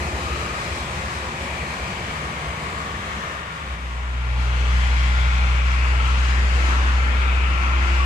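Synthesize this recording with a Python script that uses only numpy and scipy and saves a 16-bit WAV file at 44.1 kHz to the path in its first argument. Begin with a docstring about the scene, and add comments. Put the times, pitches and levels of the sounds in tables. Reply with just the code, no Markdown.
"""Motorway traffic heard from the bank of a rock cutting, at two microphone ports.
At first light trucks and a car drive away: low exhaust notes that swell and beat over tyre roar of coloured noise.
From about 3.3 to 4.8 s this view fades to a faint rest while one of the oncoming lanes fades in. There a heavy
diesel, a few harmonics of a slowly rising note, drones deeply. Tyres sing and swish as moving bands of noise
throughout; near 6.5 s the road noise dips briefly, and a soft low whoosh follows."""
import sys
import numpy as np
from scipy import signal
from scipy.fft import rfft, irfft, next_fast_len
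from scipy.io import wavfile
from scipy.ndimage import uniform_filter1d, map_coordinates

SR = 44100
rng = np.random.default_rng(int(sys.argv[2]) if len(sys.argv) > 2 else 0)


def file_out(sig):
    """Save sig as 16-bit WAV at sys.argv[1]."""
    # one column per channel
    cols = np.atleast_2d(sig).T
    # limit, then scale
    lim = np.clip(cols, -1, 1)
    pcm = np.round(lim * 32767).astype(np.int16)
    wavfile.write(sys.argv[1], SR, pcm)


N = 355005

TOP_HZ = 14200  # nothing above this is kept
CHANGE_S = 4  # change from the leaving view to the oncoming one
# How the view of the leaving traffic fades down: (time [s], gain [factor])
FADE_OUT = [(3.25, 1), (3.85, 0.56), (4.5, 0.14)]
# How the view of the oncoming lane fades up: (time [s], gain [factor])
FADE_IN = [(3.55, 0.028), (3.73, 0.16), (4.15, 0.44), (4.5, 0.93), (4.75, 1)]


def amp(db):
    """Turn decibels into a gain factor."""
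    return 10 ** (np.asarray(db) / 20)


def unit(x):
    """Scale a sound to an rms (average strength) of 1."""
    return x / np.sqrt(np.mean(x ** 2) + 1e-20)


def along(points, hz):
    """Read a value between (Hz, value) points, with the frequencies on a log axis."""
    point_hz, value = np.transpose(points)
    return np.interp(np.log(hz + 1), np.log(point_hz + 1), value)


def curves(rows):
    """Draw straight lines between timed rows: one value per sample for each column after the time."""
    s, *columns = np.transpose(rows)
    return [np.interp(np.arange(N) / SR, s, column) for column in columns]


def since(s):
    """Seconds since a moment, for each sample."""
    return np.arange(N) / SR - s


def wobble(rate):
    """A smooth random curve through about `rate` random points a second."""
    points = rng.standard_normal(int(N * rate / SR) + 4)
    knots = np.arange(0, N * rate / SR + 1, 1 / 8)
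    smooth = map_coordinates(points, [knots], mode="mirror")
    return np.interp(np.arange(N) * rate / SR, knots, smooth)


def turning(hz):
    """Phase of something that repeats at a moving rate, from a random start."""
    return 2 * np.pi * (np.cumsum(hz) / SR + rng.random())


def filtered(x, response):
    """Filter x by a response that gives a (complex) factor for each frequency."""
    length = next_fast_len(N + 8192, True)
    spectrum = rfft(x, length) * response(np.fft.rfftfreq(length, 1 / SR))
    return irfft(spectrum, length)[..., :N]


def trend(db, db_per_s):
    """Gain that grows or shrinks steadily, given its level at the change of view."""
    return amp(db + db_per_s * since(CHANGE_S))


def view(s):
    """Fade gain of the view that a moment belongs to."""
    return curves(FADE_OUT if s < CHANGE_S else FADE_IN)[0]


def swell(s, half_s):
    """Strength of a vehicle that nears, is closest at s, and recedes."""
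    falloff = 1.86  # power of distance by which a passing sound fades
    return np.hypot(1, since(s) / half_s) ** -falloff


def passing(s, half_s, db, hz, glide):
    """Pitch and gain of one vehicle going by; the pitch glide levels off far away."""
    reach_s = 2 * half_s
    pitch_hz = hz + glide * reach_s * np.tanh(since(s) / reach_s)
    return pitch_hz, amp(db) * swell(s, half_s) * view(s)


def note(hz, gain, overtone_db, rough, waver):
    """An engine or tyre note with one overtone; its strength and phase shake on the way."""
    phase = turning(hz) + waver * wobble(9)
    tone = np.sin(phase) + amp(overtone_db) * np.sin(2 * phase)
    return gain * unit(tone * (1 + rough * wobble(22)))


def sweep(hz, gain, width_hz, left_db, lag_ms):
    """A band of noise around a movable centre, heard at both ports, later on the left."""
    core = wobble(width_hz) + 1j * wobble(width_hz)
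    skirt = wobble(3 * width_hz) + 1j * wobble(3 * width_hz)
    tone = (core + 0.32 * skirt) * np.exp(1j * turning(hz))
    late = np.exp(-2j * np.pi * hz * lag_ms / 1000)
    left = unit((tone * late).real)
    right = amp(-left_db) * unit(tone.real)
    return gain * np.array([left, right])


def patchy(patchy_db):
    """Two noises whose strength drifts in the same patches of time and frequency."""
    noise = signal.stft(rng.standard_normal((2, N)), nperseg=512)[2]
    field = rng.standard_normal(noise.shape[1:])
    field = uniform_filter1d(field, size=5, axis=0)  # across frequency
    field = uniform_filter1d(field, size=40, axis=1)  # across time
    return signal.istft(noise * amp(patchy_db * unit(field)), nperseg=512)[1][:, :N]


def lanes(colour, alike, side, lag, patchy_db):
    """Road noise at both ports: a direct part, later on the left, and a diffuse part off the rock."""
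    def ports(hz):
        direct = np.clip(along(alike, hz), 0, .995)
        lean = amp(along(side, hz))
        late = np.exp(-2j * np.pi * hz * along(lag, hz) / 1000)
        strength = amp(along(colour, hz)) / np.hypot(1, lean)
        return strength * np.array([lean * late, direct, np.sqrt(1 - direct ** 2)])

    direct_noise, diffuse_noise = patchy(patchy_db)
    left, right, diffuse = filtered(np.array([direct_noise, direct_noise, diffuse_noise]), ports)
    return np.array([left, right + diffuse])


def tyres(road, trends):
    """Carcass roar, tread noise and the hiss of pumped air follow the stream and surge with close vehicles."""
    # Close vehicles that lift the road noise: (time [s], half length [s], full lift [dB])
    surges = [(5.008, 0.37, 5.5), (6.25, 0.23, 4), (6.654, 0.18, 6), (7.97, 0.065, 4)]
    # Share of that lift in roar, tread noise and hiss: one number each [factor]
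    surge_shares = [0.15, 0.13, 0.83]
    edges_hz = [200, 900, 3800, TOP_HZ]
    surge_db = sum(db * swell(s, half_s) for s, half_s, db in surges)
    flutter = wobble(14)  # a shared random flutter of the road noise, deepest in the treble
    flutter_db = [0, .2, .65]
    total = 0
    for level, share, depth, low, high in zip(trends, surge_shares, flutter_db, edges_hz, edges_hz[1:]):
        band = unit(filtered(road, lambda hz: (hz >= low) & (hz < high)))
        total = total + trend(*level) * amp(share * surge_db + depth * flutter) * band
    return total


def roadway():
    """Tyre noise of the leaving lanes gives way to that of the oncoming ones, which dips briefly."""
    # Tone colour of each road noise: (frequency [Hz], density relative to its band [dB])
    leaving_colour = [(120, -24), (210, -7), (310, -6), (520, -5), (780, -5), (980, -3), (1250, -2),
                      (1480, -5.5), (1850, -4.5), (2480, -9), (2900, -11), (5200, -20.5), (8100, -23),
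                      (9000, -29.5), (11500, -34), (14000, -47.5)]
    coming_colour = [(120, -25), (210, -6), (330, -9), (500, -6.5), (780, -5.5), (1150, 0.9), (1550, 1.4),
                     (2100, 0.5), (2500, -1.5), (3200, -6), (4000, -13.5), (5900, -19), (6900, -19.5),
                     (8500, -26.5), (9600, -32.5), (10800, -32.5), (12200, -43), (13100, -40.5),
                     (14000, -52)]
    # Likeness of the left and right sound: (frequency [Hz], likeness [0 to 1])
    leaving_alike = [(200, 0.95), (750, 0.96), (950, 0.49), (1250, 0.64), (1800, 0.32), (2400, 0.14),
                     (3800, 0.098), (10000, 0.053)]
    coming_alike = [(200, 1), (550, 0.56), (1600, 0.66), (2400, 0.26), (3800, 0.11), (10000, 0.087)]
    # Lean to the left: (frequency [Hz], left minus right [dB])
    leaving_side = [(200, 3.5), (650, -1.5), (920, 4), (1500, 0.5), (2100, 9), (2800, 8.5), (3500, 1),
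                    (5000, 0), (8000, 5.5), (9800, 2), (12000, 7)]
    coming_side = [(200, 1), (450, 1.5), (780, -2.5), (1300, 5), (1700, 4.5), (2200, 12.5), (3300, 5),
                   (4400, 6), (7500, 4.5), (9500, 0)]
    # Sound bends round the body between the ports: (frequency [Hz], delay of the left port [ms])
    leaving_lag = [(200, .1), (400, 0.31), (800, 0.091), (1150, 0.35), (3000, 0.431)]
    coming_lag = [(200, 0.06), (600, 0.29), (900, 0.12), (1300, 0.3), (1900, 0.3), (3000, 0.425)]
    # Streams that recede or near, a row each for roar, tread noise and hiss:
    # (level at the change of view before fade and surges [dB], drift [dB per s])
    leaving_tyres = [(-39.5, -1.3), (-31.5, -0.31), (-46, -1.8)]
    coming_tyres = [(-39.5, 0.68), (-30, 0.77), (-44.5, 0.37)]
    leaving_road = lanes(leaving_colour, leaving_alike, leaving_side, leaving_lag, patchy_db=1.0)
    coming_road = lanes(coming_colour, coming_alike, coming_side, coming_lag, patchy_db=1.26)
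    leaving = curves(FADE_OUT)[0] * tyres(leaving_road, leaving_tyres)
    coming = curves(FADE_IN)[0] * tyres(coming_road, coming_tyres)
    dip_db = -1.5 * swell(6.48, half_s=.08)
    return leaving + amp(dip_db) * coming


def rumble(colour):
    """Many mingled exhausts: low coloured noise, almost alike at both ports."""
    noise = rng.standard_normal((2, N))
    shared, apart = unit(filtered(noise, lambda hz: amp(along(colour, hz))))
    return shared + amp(-17.5) * np.array([apart, -apart])


def stream_rumble():
    """The mingled exhausts of each stream blur into a rumble; one stream recedes and the other nears."""
    # Tone colour of each exhaust rumble: (frequency [Hz], relative density [dB])
    leaving_rumble_colour = [(20, -17), (40, -17), (49, -2.5), (68, -2), (88, 2.5), (105, -1), (140, -2.5),
                             (200, -5), (260, -18.5), (400, -57)]
    coming_rumble_colour = [(20, -10), (42, -16), (53, -5), (73, 8), (105, -2), (140, -3.5), (195, -5),
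                            (265, -15), (400, -61)]
    leaving = curves(FADE_OUT)[0] * trend(-40.5, db_per_s=-1.7) * rumble(leaving_rumble_colour)
    coming = curves(FADE_IN)[0] * trend(-35.5, db_per_s=0.14) * rumble(coming_rumble_colour)
    return leaving + coming


def whoosh():
    """A soft low band of noise rises quickly and dies away more slowly."""
    peak_s, centre_hz, peak_db = 6.64, 315, -40.5
    rise_db_per_s, fall_db_per_s = 179, 26
    t = since(peak_s)
    gain = amp(peak_db + np.minimum(rise_db_per_s * t, -fall_db_per_s * t))
    return sweep(np.full(N, centre_hz), gain, width_hz=170, left_db=0.0, lag_ms=0.089)


def swishes():
    """The tread noise of each vehicle swishes by as a noise band whose centre glides."""
    # Single vehicles: (loudest at [s], half length [s], level before fade [dB],
    # centre then [Hz], glide then [Hz per s])
    swish_rows = [(0.296, .7, -39, 2428, -59), (1.749, .6, -36.5, 2343, -120), (2.552, .2, -39, 2140, -300),
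                  (3.254, .28, -38, 1760, -150), (3.8, .5, -41.5, 2317, 0),
                  (4.603, .22, -40.5, 2796, 199.5), (5.1, .4, -37.5, 3317, 299.5),
                  (5.299, .55, -33.5, 2282, 220), (5.9, .2, -34, 2750, 700), (7.35, .22, -31, 2378, 400),
                  (7.75, .28, -35, 2497, 300)]
    # Each band: (width setting [Hz], left louder [dB], delay of the left port [ms])
    leaving_band, coming_band = (330, 6.2, 0.43), (480, 9.9, 0.35)
    total = 0
    for s, *rest in swish_rows:
        band = leaving_band if s < CHANGE_S else coming_band
        total = total + sweep(*passing(s, *rest), *band)
    return total


def groove_song():
    """Tyres cross unevenly spaced grooves in the concrete and sing at a pitch set by their speed."""
    # Singing tyres: (loudest at [s], half length [s], level before fade [dB], pitch [Hz],
    # width setting [Hz], left louder [dB])
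    songs = [(0.36, .26, -33.5, 1237, 50.1, 8), (0.4, 0.063, -30, 1308, 60.2, 12),
             (0.348, .25, -36, 1114, 42.1, 7), (1.5, 0.3, -39.5, 1125, 58.2, 8),
             (2.15, 0.28, -40, 1245, 65.1, 11), (2.65, 0.3, -34, 1116, 50.2, 8),
             (3.35, 0.73, -38.5, 1203, 40.1, 16), (3.7, 0.55, -41.5, 1098, 39.95, -2),
             (3.6, .4, -40, 1410, 69.9, 10), (4.25, 0.79, -36.5, 1400, 46, 15),
             (5.1, 0.47, -38.5, 1093, 55.04, 5), (5.34, 0.22, -31.5, 1390, 95, 4),
             (6.015, 0.17, -30, 1334, 89.9, 10), (6.1, 0.18, -37, 1077, 60.1, 10),
             (6.67, 0.11, -34, 1330, 54.7, 19), (7.47, 0.48, -32, 1352, 70, 18),
             (7.4, 0.25, -36.5, 1235, 61.6, 17), (7.853, 0.2, -33, 1385, 68, 11),
             (8.031, 0.071, -33, 1130, 45.1, 3)]
    return sum(sweep(*passing(s, half_s, db, hz, 0), width_hz, left_db, lag_ms=0.27)
               for s, half_s, db, hz, width_hz, left_db in songs)


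def lug_hum():
    """Blocks of lugged truck tyres strike the road at a regular rate and hum."""
    # Humming tyres: (loudest at [s], half length [s], level before fade [dB],
    # block rate then [Hz], glide then [Hz per s])
    lugs = [(0.1, 0.72, -42, 353.5, 0.79), (1.6, 0.62, -49, 355.3, 0.5), (7.88, .2, -42, 346.7, 2)]
    return sum(note(*passing(*row), overtone_db=-18, rough=0.22, waver=0.25) for row in lugs)


def engine_drones():
    """Rough upper engine notes, strongly shaken in strength and phase."""
    # Upper notes: (loudest at [s], half length [s], level before fade [dB],
    # rate then [Hz], glide then [Hz per s])
    drones = [(1.2, 1.2, -48.5, 232.3, .5), (2.1, 0.99, -46.5, 183, 0), (3.03, 0.22, -47, 199, 2.5),
              (3.4, 0.86, -47.5, 214, 0), (1.2, .35, -45.5, 523.4, 0), (1.447, 0.18, -47, 550, 0),
              (5.4, 0.62, -50, 182.8, 1.5), (6.25, 0.25, -47, 194.5, 1), (7.596, 0.24, -45.5, 172.3, -20)]
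    return sum(note(*passing(*row), overtone_db=-16, rough=0.61, waver=.8) for row in drones)


def single_exhausts():
    """Each exhaust sounds a note at its engine's firing rate; close notes beat against each other."""
    # Exhaust notes: (loudest at [s], half length [s], level before fade [dB],
    # firing rate then [Hz], glide then [Hz per s])
    exhausts = [(.2, .25, -41, 58.5, 0.5), (2.1, 0.91, -45, 57.5, 0.1), (2.449, 0.504, -39.5, 154.6, 3),
                (3.702, .3, -40, 160.8, 4), (7.203, 1.5, -38, 75.2, 0.5)]
    return sum(note(*passing(*row), overtone_db=-20.5, rough=0.16, waver=.16) for row in exhausts)


def truck():
    """The nearest leaving truck: a low exhaust note that sinks slowly, with short uneven swells."""
    # Short swells of the low note, as where close exhaust notes and rumble beat together:
    # (time [s], peak level [dB])
    short_swells = [(.012, -24), (.078, -24.5), (.15, -26), (.25, -30), (.328, -24), (.395, -29),
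                    (.46, -31), (.73, -27), (.83, -30), (.97, -30), (1.06, -31), (1.168, -29), (1.28, -32),
                    (1.42, -30), (1.52, -31), (1.615, -30), (1.72, -34), (1.83, -29), (2.04, -35),
                    (2.16, -34), (2.26, -31), (2.39, -34), (2.5, -28), (2.68, -34), (2.83, -34),
                    (2.94, -31), (3.16, -31), (3.32, -35), (3.43, -36), (3.61, -33), (3.73, -27)]
    swell_half_s = .022
    firing_hz, sag_hz_per_s = 66.9, 0.698  # firing rate at the change of view
    swells = sum(amp(db) * np.exp(-(since(s) / swell_half_s) ** 2) for s, db in short_swells)
    steady = trend(-40.5, db_per_s=-.3) * curves(FADE_OUT)[0]
    phase = turning(firing_hz - sag_hz_per_s * since(CHANGE_S)) + 0.37 * wobble(9)
    return (steady + swells) * (np.sin(phase) + amp(-15.5) * np.sin(2 * phase))


def diesel():
    """A heavy exhaust booms evenly at its firing rate with peaked crests, a little later at the left port."""
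    # Strength of the lowest harmonic before the fade: (time [s], level [dB])
    boom_level = [(4.1, -17.5), (4.55, -19), (4.8, -17), (5.7, -18), (6.7, -17.5), (7.38, -18.5),
                  (7.6, -20), (7.95, -17.5), (8.0, -18)]
    # Second harmonic compared with the lowest: (time [s], level [dB])
    second_level = [(3.9, -18.5), (4.15, -14.5), (4.7, -15.5), (5.2, -19), (6.1, -20), (7.3, -25.5)]
    firing_hz, rise_hz_per_s = 61.3, .48  # it slowly gathers speed; rate at the change of view
    lag_ms = 0.39
    phase = turning(firing_hz + rise_hz_per_s * since(CHANGE_S)) + .02 * wobble(8)
    second = amp(curves(second_level)[0] + 1.3 * wobble(7)) * np.cos(2 * phase)
    third = amp(-33) * np.cos(3 * phase)
    gain = curves(FADE_IN)[0] * amp(curves(boom_level)[0] + .2 * wobble(14))
    boom = gain * np.sqrt(2) * (np.cos(phase) + second + third)
    late_boom = filtered(boom, lambda hz: np.exp(-2j * np.pi * hz * lag_ms / 1000))
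    return np.array([late_boom, boom])


def scene():
    """Low notes are nearly equal at both ports; tyre noise is wide and mostly leans left."""
    tyre_sounds = roadway() + swishes() + groove_song()
    low_notes = stream_rumble() + lug_hum() + engine_drones() + single_exhausts() + truck() + diesel()
    balance = amp([[.4], [-.4]])  # left a little up, right a little down
    return tyre_sounds + whoosh() + low_notes * balance


def record(dry):
    """The recorder keeps nothing above its band limit."""
    return filtered(dry, lambda hz: hz < TOP_HZ)


dry = scene()
out = record(dry)
file_out(out)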